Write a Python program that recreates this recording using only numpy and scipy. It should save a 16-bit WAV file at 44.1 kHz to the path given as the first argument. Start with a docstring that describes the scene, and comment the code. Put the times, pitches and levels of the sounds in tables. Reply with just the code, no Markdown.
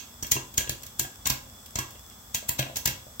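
"""First a faint low stove rumble and oil sizzle, with the room tail of a pop; then popcorn bursts in a frying pan.
Place: a small kitchen, glass lid on the pan; two microphones, the left a little nearer, and diffuse reflections.
Each hull splits with a short crack of shaped noise and a low puff of steam that shakes the pan's low modes.
Cracks ring the pan and lid as decaying sines; flung kernels knock on them with a thud, a crunch and a ring.
Rumble and sizzle are steady coloured noise, the sizzle strewn with spitting droplets."""
import sys
import numpy as np
from scipy import signal
from scipy.fft import rfft, irfft
from scipy.io import wavfile
from scipy.ndimage import uniform_filter1d

SR = 44100
rng = np.random.default_rng(int(sys.argv[2]) if len(sys.argv) > 2 else 0)


def unload_audio(sound):
    """Save the sound as a 16-bit wav file, at the path given as the first command line argument."""
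    columns = np.transpose(np.atleast_2d(sound))
    # keep every value between -1 and 1, then stretch to whole-number steps
    steps = np.round(np.clip(columns, -1, 1) * 32767)
    wavfile.write(sys.argv[1], SR, steps.astype(np.int16))


N = 141120

# Steady stove rumble, spectrum shape: f/Hz, level/dB per Hz
STOVE_COLOUR = [(30, -11.5), (55, 2), (100, -0.5), (165, -13.5), (225, -2.5), (320, -18.5), (1250, -15.5),
                (2200, -36)]
# Oil sizzle under the lid, spectrum shape: f/Hz, level/dB per Hz
SIZZLE_COLOUR = [(1500, -2), (2800, -10), (3230, -5.5), (3410, 10.5), (3650, -6.5), (4500, -7.5),
                 (5150, 0.5), (6000, -.5), (7000, -2), (7950, 5.5), (8800, -10.5), (10300, -10),
                 (11500, -4), (15000, -1)]
# Bursting kernels: peak t/s, crack level/dB, rise t/s, decay t/s, mids level/dB re crack,
# treble level/dB re crack, snap f/Hz, puff level/dB, left re right level/dB
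POPS = [(-.045, -15, 0.0005, 0.0052, 3.5, -4, 6250, -35, -5.5),
        (0.2262, -19, .0007, 0.0044, -4.5, -13, 5900, -31, -2),
        (0.2319, -25.5, 0.001, 0.0042, -7, 4, 6070, -57, -1),
        (0.3185, -5.5, 0.0025, 0.0043, -1.5, -1.5, 6440, -27, 0),
        (0.5797, -7.5, 0.002, 0.0042, -0.5, -3.5, 6380, -25, 0.5),
        (.695, -14, 0.0011, 0.0029, 3, -1, 7130, -27.5, -2),
        (.996, -12, 0.0016, 0.0052, -1.5, .5, 7200, -30.5, 0.5),
        (1.2578, -16, 0.0018, 0.0039, 5, -8, 6040, -30.5, -0.5),
        (1.273, -12, 0.0037, 0.0029, -.5, 0, 7140, -34.5, 3.5),
        (1.3012, -13, 0.0025, 0.0046, 4, 0, 5560, -25, -3.5),
        (1.757, -14.5, 0.0011, 0.004, 0.5, -9, 6700, -27.5, -1),
        (1.7891, -17, 0.0018, 0.0062, 0.5, -3, 5950, -29.5, -1.5),
        (2.3461, -14, 0.0015, 0.0081, 1, -2, 6540, -33.5, 0),
        (2.493, -14, 0.0034, 0.0024, 2, 4.5, 7440, -28.5, .5),
        (2.5918, -20.5, 0.0037, 0.0024, 6, -2, 6100, -29.5, 2),
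        (2.5979, -18, 0.0032, 0.0019, 7, 0.5, 6240, -51, 0.5),
        (2.7582, -23.5, .0006, 0.014, 4, -1.5, 5800, -37.5, 2),
        (2.7693, -18.5, .0006, 0.0045, -12, 0, 6000, -36, -5),
        (2.8578, -10.5, 0.0014, 0.0041, 3, 0.5, 7000, -25.5, 2.5),
        (2.8754, -14, 0.0018, 0.0046, 0.5, -0.5, 5650, -30, -3.5),
        (3.1985, -21.5, 0.001, 0.0042, 14.5, -1.5, 6300, -22, -1)]
# Bits of hull snapping: t/s, level/dB
TICKS = [(.268, -27), (.5414, -31.5), (.834, -28), (.8655, -30.5), (1.661, -33.5), (1.908, -35.5)]
# Colour of a crack: f/Hz, level/dB
CRACK_COLOUR = [(100, -42), (250, -11), (450, -28.5), (1000, -26.5), (1350, -19.5), (2000, -8),
                (4200, -4.5), (5200, -5.5), (6000, .5), (7500, 0), (8800, -8.5), (10200, -8), (12000, -1.5),
                (14500, 2.5)]
# Ringing modes of pan and lid: f/Hz, level/dB, t60/s
MODES = [(1009.4, -22, 0.094), (1628.7, -21, 0.15), (1672, -20.5, 0.11), (1941, -19.5, 0.067),
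         (2202, -21, 0.12), (2506, -28, 0.16), (2689, -29.5, 0.27), (2740, -17.5, 0.12),
         (2869, -28.5, 0.21), (3247, -13, 0.073), (3910, -23.5, 0.16), (4400, -22, 0.13),
         (5750, -16.5, 0.059), (6410, -15, 0.057)]
# Low modes of the covered pan: f/Hz, level/dB struck by a kernel, level/dB shaken by a puff, t60/s
LOW_MODES = [(67.4, -22, -15.5, 0.095), (96.5, -40, -7, 0.089), (131, 0.5, -14.5, 0.22),
             (213, -15, -18.5, 0.042), (331.4, -3, -16, 0.032), (534, -19, -33.5, 0.5)]
# Flung kernels landing: t/s, low thud level/dB, knock level/dB, knock f/Hz,
# metallic ring level/dB, f/Hz that the spot favours
KNOCKS = [(.247, -64, -48, 600, -36.5, 1670), (0.357, -31, -45, 314, -39.5, 1000),
          (0.365, -47, -27.5, 1006, -34, 1960), (.369, -53, -29.5, 363, -40, 2730),
          (.607, -50, -37.5, 530, -30, 2250), (.675, -40.5, -42, 446, -33, 3270),
          (.722, -42.5, -46, 342, -48, 3300), (1.012, -36, -41.5, 332, -50, 2200),
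          (1.048, -49, -38.5, 758, -39.5, 1620), (1.266, -43, -27.5, 1070, -34, 2180),
          (1.312, -35.5, -33.5, 1030, -35, 1630), (1.787, -36.5, -27, 1090, -37.5, 2600),
          (1.803, -39, -39.5, 326, -40, 1650), (1.955, -56, -51, 580, -47, 3900),
          (2.111, -57, -60, 805, -52.5, 2680), (2.427, -61, -40, 630, -51, 1000),
          (2.511, -56, -34.5, 986, -51, 2830), (2.594, -24.5, -25.5, 610, -31.5, 1640),
          (2.628, -62, -39, 685, -29.5, 2580), (2.665, -56, -35.5, 656, -41, 1680),
          (2.698, -51, -34.5, 646, -62, 1670), (2.877, -33, -46, 930, -26.5, 2840),
          (3.067, -57, -42, 610, -61, 1000)]
# Colour of the kitchen reverberation: f/Hz, level/dB
ROOM_COLOUR = [(50, -8), (150, -10), (300, 0.5), (3000, 0.5), (6500, -3.5), (10000, -1), (15000, -6)]
# Decay of the kitchen reverberation: f/Hz, t60/s
ROOM_T60 = [(60, 0.56), (3000, 0.31), (7000, .31), (15000, 0.18)]
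# Likeness of the two channels in diffuse sound: f/Hz, correlation/0-1
LIKENESS = [(350, 0.99), (700, 1), (1400, 0)]

LEAD_S = 0.1  # run-in before the kept sound
TIME = np.arange(-int(LEAD_S * SR), N) / SR
RUN = len(TIME)  # samples, run-in included
FFT_SIZE = 2 ** 18
FREQS = np.maximum(np.arange(FFT_SIZE // 2 + 1) * SR / FFT_SIZE, 1)

STOVE_DB, SIZZLE_DB = -52.5, -48.5
SPITS_PER_S, SPIT_DB = 25, 19  # droplets in the hot oil; height re the hiss
CRACK_LIKENESS = 0.27  # channel correlation of the crack noise, 0-1
CRACK_GRAIN_DB, GRAINS_PER_S = 4, 3000
TICK_RISE_S, TICK_DECAY_S = 0.0016, 0.0044
SNAP_DB, SNAP_WIDTH_HZ = 0.5, 460  # resonance of a splitting hull
TREBLE_PAN_DB = -5  # crack treble leans to the right
PUFF_WIDTH_S, PUFF_DELAY_S, PUFF_PULSE_DB, PUFF_NOISE_DB = 0.00064, 0.0016, -4.5, 20
CRACK_RING_DB, KNOCK_RING_DB = -28, 7
RING_DETUNE, RING_SPREAD_DB = 0.0053, 5  # random spread of each mode's pitch (fraction) and level
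SPOT_DB, SPOT_OCTAVES = 5, 0.094  # a spot favours the modes near one pitch
SOFT_CONTACT_HZ = 3870  # soft kernels barely excite modes well above this
CONTACT_DB, CONTACT_WIDTH_HZ, CONTACT_S = 11, 1200, 0.0017  # crunch of a kernel as it lands
KNOCK_DB, KNOCK_T60_S = 5, 0.026
# Sends to the reverberation; the knock is heard mostly direct
CRACK_ROOM_DB, PAN_ROOM_DB, KNOCK_ROOM_DB = -4, -4, -7
RIGHT_LAG_S = 0.0003764  # later arrival at the right microphone
CUTOFF_HZ = 15800


def from_db(db):
    """Decibels to gain."""
    return 10 ** (np.asarray(db) / 20)


def rms_one(x):
    """Scale to unit rms."""
    return x / np.sqrt(np.mean(x ** 2) + 1e-20)


def at_hz(points, hz):
    """Read a table on a log-frequency axis."""
    f, value = np.transpose(points)
    return np.interp(np.log(hz), np.log(f), value)


def colour(x, spectrum):
    """Causal (minimum-phase) filter with the given dB curve."""
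    cepstrum = irfft(np.log(from_db(at_hz(spectrum, FREQS))))
    # fold the cepstrum onto positive time
    cepstrum[1:FFT_SIZE // 2] *= 2
    cepstrum[FFT_SIZE // 2 + 1:] = 0
    response = np.exp(rfft(cepstrum))
    return irfft(rfft(x, FFT_SIZE) * response)[..., :RUN]


def stereo_noise(likeness):
    """White noise in two channels with the given correlation."""
    mid, side = rfft(rng.standard_normal((2, FFT_SIZE)))
    c = np.clip(likeness, 0, 1)
    shared = np.sqrt((1 + c) / 2) * mid
    opposed = np.sqrt((1 - c) / 2) * side * [[1], [-1]]
    return irfft(shared + opposed)[:, :RUN]


def grainy(depth_db):
    """Rapid random gain that breaks a noise into tiny snaps."""
    knots = np.arange(RUN) * GRAINS_PER_S / SR
    wander = np.interp(knots, np.arange(RUN), rng.standard_normal(RUN))
    return rms_one(from_db(depth_db * wander))


def evened(x):
    """Hold a noise at a steady strength from one fracture to the next, keeping its fine grain."""
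    power = uniform_filter1d(x ** 2, size=180, axis=-1)
    return x * np.sqrt(np.mean(x ** 2) / np.maximum(power, 1e-12))


def ring(x, hz, t60):
    """One mode: a unit click rings as a decaying sine of initial height 1."""
    r = from_db(-60 / (t60 * SR))
    w = 2 * np.pi * hz / SR
    return signal.lfilter([0, np.sin(w)], [1, -2 * r * np.cos(w), r * r], x + 1e-18)


def resonance(x, hz, width_hz):
    """A broad resonance with about unit gain at its centre."""
    r = np.exp(-np.pi * width_hz / SR)
    zeros = np.array([1, 0, -1]) * (1 - r * r) / 2
    poles = [1, -2 * r * np.cos(2 * np.pi * hz / SR), r * r]
    return signal.lfilter(zeros, poles, x)


def clicks(s, db):
    """One click at each time."""
    out = np.zeros(RUN)
    np.add.at(out, np.minimum(np.searchsorted(TIME, s), RUN - 1), from_db(db))
    return out


def burst(s, rise_s, decay_s):
    """Envelope of a fracture: it runs away to a peak, then dies."""
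    age = TIME - s
    return np.exp(-np.minimum(np.maximum(-age / rise_s, age / decay_s), 20))


def panned(db):
    """Left and right gains for a level difference; positive leans left."""
    return from_db([[db / 2], [-db / 2]])


def at_microphones(x):
    """The pan is a little nearer the left microphone, so the right hears it later."""
    left, right = np.broadcast_to(x, (2, RUN))
    return np.array([left, np.interp(TIME - RIGHT_LAG_S, TIME, right)])


def stove_and_oil():
    """Low rumble of the stove; fine sizzle and spitting droplets coloured by the lid."""
    rumble = rms_one(colour(stereo_noise(at_hz(LIKENESS, FREQS)), STOVE_COLOUR))
    spits = (rng.random(RUN) < SPITS_PER_S / SR) * rng.standard_normal(RUN)
    oil = stereo_noise(0) + from_db(SPIT_DB) * at_microphones(spits)
    sizzle = rms_one(colour(oil, SIZZLE_COLOUR))
    return from_db(STOVE_DB) * rumble + from_db(SIZZLE_DB) * sizzle


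def cracks():
    """Splitting hulls, each with its own brightness and snap pitch; returns the sound and the force on the pan."""
    noise = rfft(stereo_noise(CRACK_LIKENESS) * grainy(CRACK_GRAIN_DB), FFT_SIZE)
    edges = [0, 1400, 4800, 9000, SR]  # Hz
    bands = []
    for lo, hi in zip(edges, edges[1:]):
        band = irfft(noise * ((FREQS >= lo) & (FREQS < hi)))[:, :RUN]
        bands.append(evened(band))
    steam, mids, core, treble = bands
    treble = treble * panned(TREBLE_PAN_DB)

    tick_envelope = sum(from_db(db) * burst(s, TICK_RISE_S, TICK_DECAY_S) for s, db in TICKS)
    force = (core + mids + treble) * tick_envelope
    for s, db, rise_s, decay_s, mids_db, treble_db, snap_hz, puff_db, pan_db in POPS:
        hull = core + from_db(mids_db) * mids + from_db(treble_db) * treble
        source = from_db(db) * hull + from_db(puff_db + PUFF_NOISE_DB) * steam
        pop = burst(s, rise_s, decay_s) * source * panned(pan_db)
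        snap = from_db(SNAP_DB) * resonance(pop, snap_hz, SNAP_WIDTH_HZ)
        force = force + pop + snap
    return colour(force, CRACK_COLOUR), force


def ringing_pan(force):
    """The force of the cracks sets every mode of pan and lid ringing."""
    return sum(from_db(db + CRACK_RING_DB) * ring(force, hz, t60) for hz, db, t60 in MODES)


def puffs():
    """Released steam gives one pressure pulse and shakes the low modes of the pan."""
    s, db = np.array(POPS)[:, 0], np.array(POPS)[:, 7]
    # the shake starts 1 ms ahead of the crack's peak
    out = sum(ring(clicks(s - 0.001, db + mode_db), hz, t60) for hz, _, mode_db, t60 in LOW_MODES)
    for start, level_db in zip(s, db):
        u = np.clip((TIME - start - PUFF_DELAY_S) / PUFF_WIDTH_S, -10, 10)
        out = out + from_db(level_db + PUFF_PULSE_DB) * np.exp(-u * u / 2)
    return -out


def metal_ring(s, ring_db, spot_hz):
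    """Each spot on pan or lid brings out the modes near its own pitch."""
    span = SR // 2
    out = np.zeros(RUN + SR)
    age = np.arange(span) / SR
    hz, db, t60 = np.array(MODES).T[:, :, None]
    softness = 1 / (1 + (hz / SOFT_CONTACT_HZ) ** 4)
    decay = np.exp(-np.log(1000) * age / t60)
    for start, level_db, favoured_hz in zip(np.searchsorted(TIME, s), ring_db, spot_hz):
        detune, strength, side = rng.standard_normal((3, len(MODES), 1))
        octaves_off = np.log2(hz / favoured_hz)
        spot_db = SPOT_DB * np.exp(-(octaves_off / SPOT_OCTAVES) ** 2 / 2)
        mode_db = level_db + db + spot_db + KNOCK_RING_DB + RING_SPREAD_DB * strength
        gain = np.sign(side) * softness * from_db(mode_db)  # random polarity
        tone = np.sin(2 * np.pi * hz * (1 + RING_DETUNE * detune) * age)
        out[start:start + span] += np.sum(gain * tone * decay, axis=0)
    return out[:RUN]


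def knocks():
    """Soft kernels strike pan and lid; returns thud, crunch and metallic ring together, and the damped knock."""
    s, thud_db, _, _, ring_db, spot_hz = np.transpose(KNOCKS)
    thud = sum(ring(clicks(s, thud_db + db), hz, t60) for hz, db, _, t60 in LOW_MODES)
    knock = sum(ring(clicks([t], db + KNOCK_DB), hz, KNOCK_T60_S) for t, _, db, hz, _, _ in KNOCKS)
    grit = rng.standard_normal(RUN)
    crunch = 0
    for t, db, hz in zip(s, ring_db, spot_hz):
        contact = from_db(db + CONTACT_DB) * grit * burst(t, TICK_RISE_S, CONTACT_S)
        crunch = crunch + resonance(contact, hz, CONTACT_WIDTH_HZ)
    return thud + crunch + metal_ring(s, ring_db, spot_hz), knock


def kitchen(x):
    """Diffuse reflections that die faster in the treble."""
    noise = rfft(stereo_noise(at_hz(LIKENESS, FREQS))[:, :SR])
    age, hz = np.arange(SR) / SR, np.arange(SR // 2 + 1)
    edges = [20, 200, 600, 1500, 4500, 9000, 20000]  # Hz
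    tail = 0
    for lo, hi in zip(edges, edges[1:]):
        fade = from_db(-60 * age / at_hz(ROOM_T60, np.sqrt(lo * hi)))
        fade = fade * np.minimum(age / 0.011, 1)  # reflections build up over 11 ms
        band = irfft(noise * ((hz >= lo) & (hz < hi)))
        tail = tail + band * fade / np.sqrt(np.sum(fade ** 2))
    reverberation = irfft(rfft(x, FFT_SIZE) * rfft(tail, FFT_SIZE))[:, :RUN]
    return colour(reverberation, ROOM_COLOUR)


def scene():
    """Pops, pan and knocks in the kitchen, over the steady beds."""
    crack, force = cracks()
    struck, knock = knocks()
    pan = struck + ringing_pan(force)
    puff = puffs()
    sent = from_db(CRACK_ROOM_DB) * crack + puff
    sent = sent + from_db(PAN_ROOM_DB) * pan + from_db(KNOCK_ROOM_DB) * knock
    room = kitchen(sent)
    direct = at_microphones(crack + pan + knock + puff)
    return (direct + room + stove_and_oil())[:, -N:]


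def record(dry):
    """The microphone drops the deepest bass; the top is cut."""
    bass_cut = signal.butter(4, 40, "high", fs=SR, output="sos")
    top_cut = signal.ellip(10, 0.2, 80, CUTOFF_HZ, fs=SR, output="sos")
    return signal.sosfilt(top_cut, signal.sosfilt(bass_cut, dry))


dry = scene()
out = record(dry)
unload_audio(out)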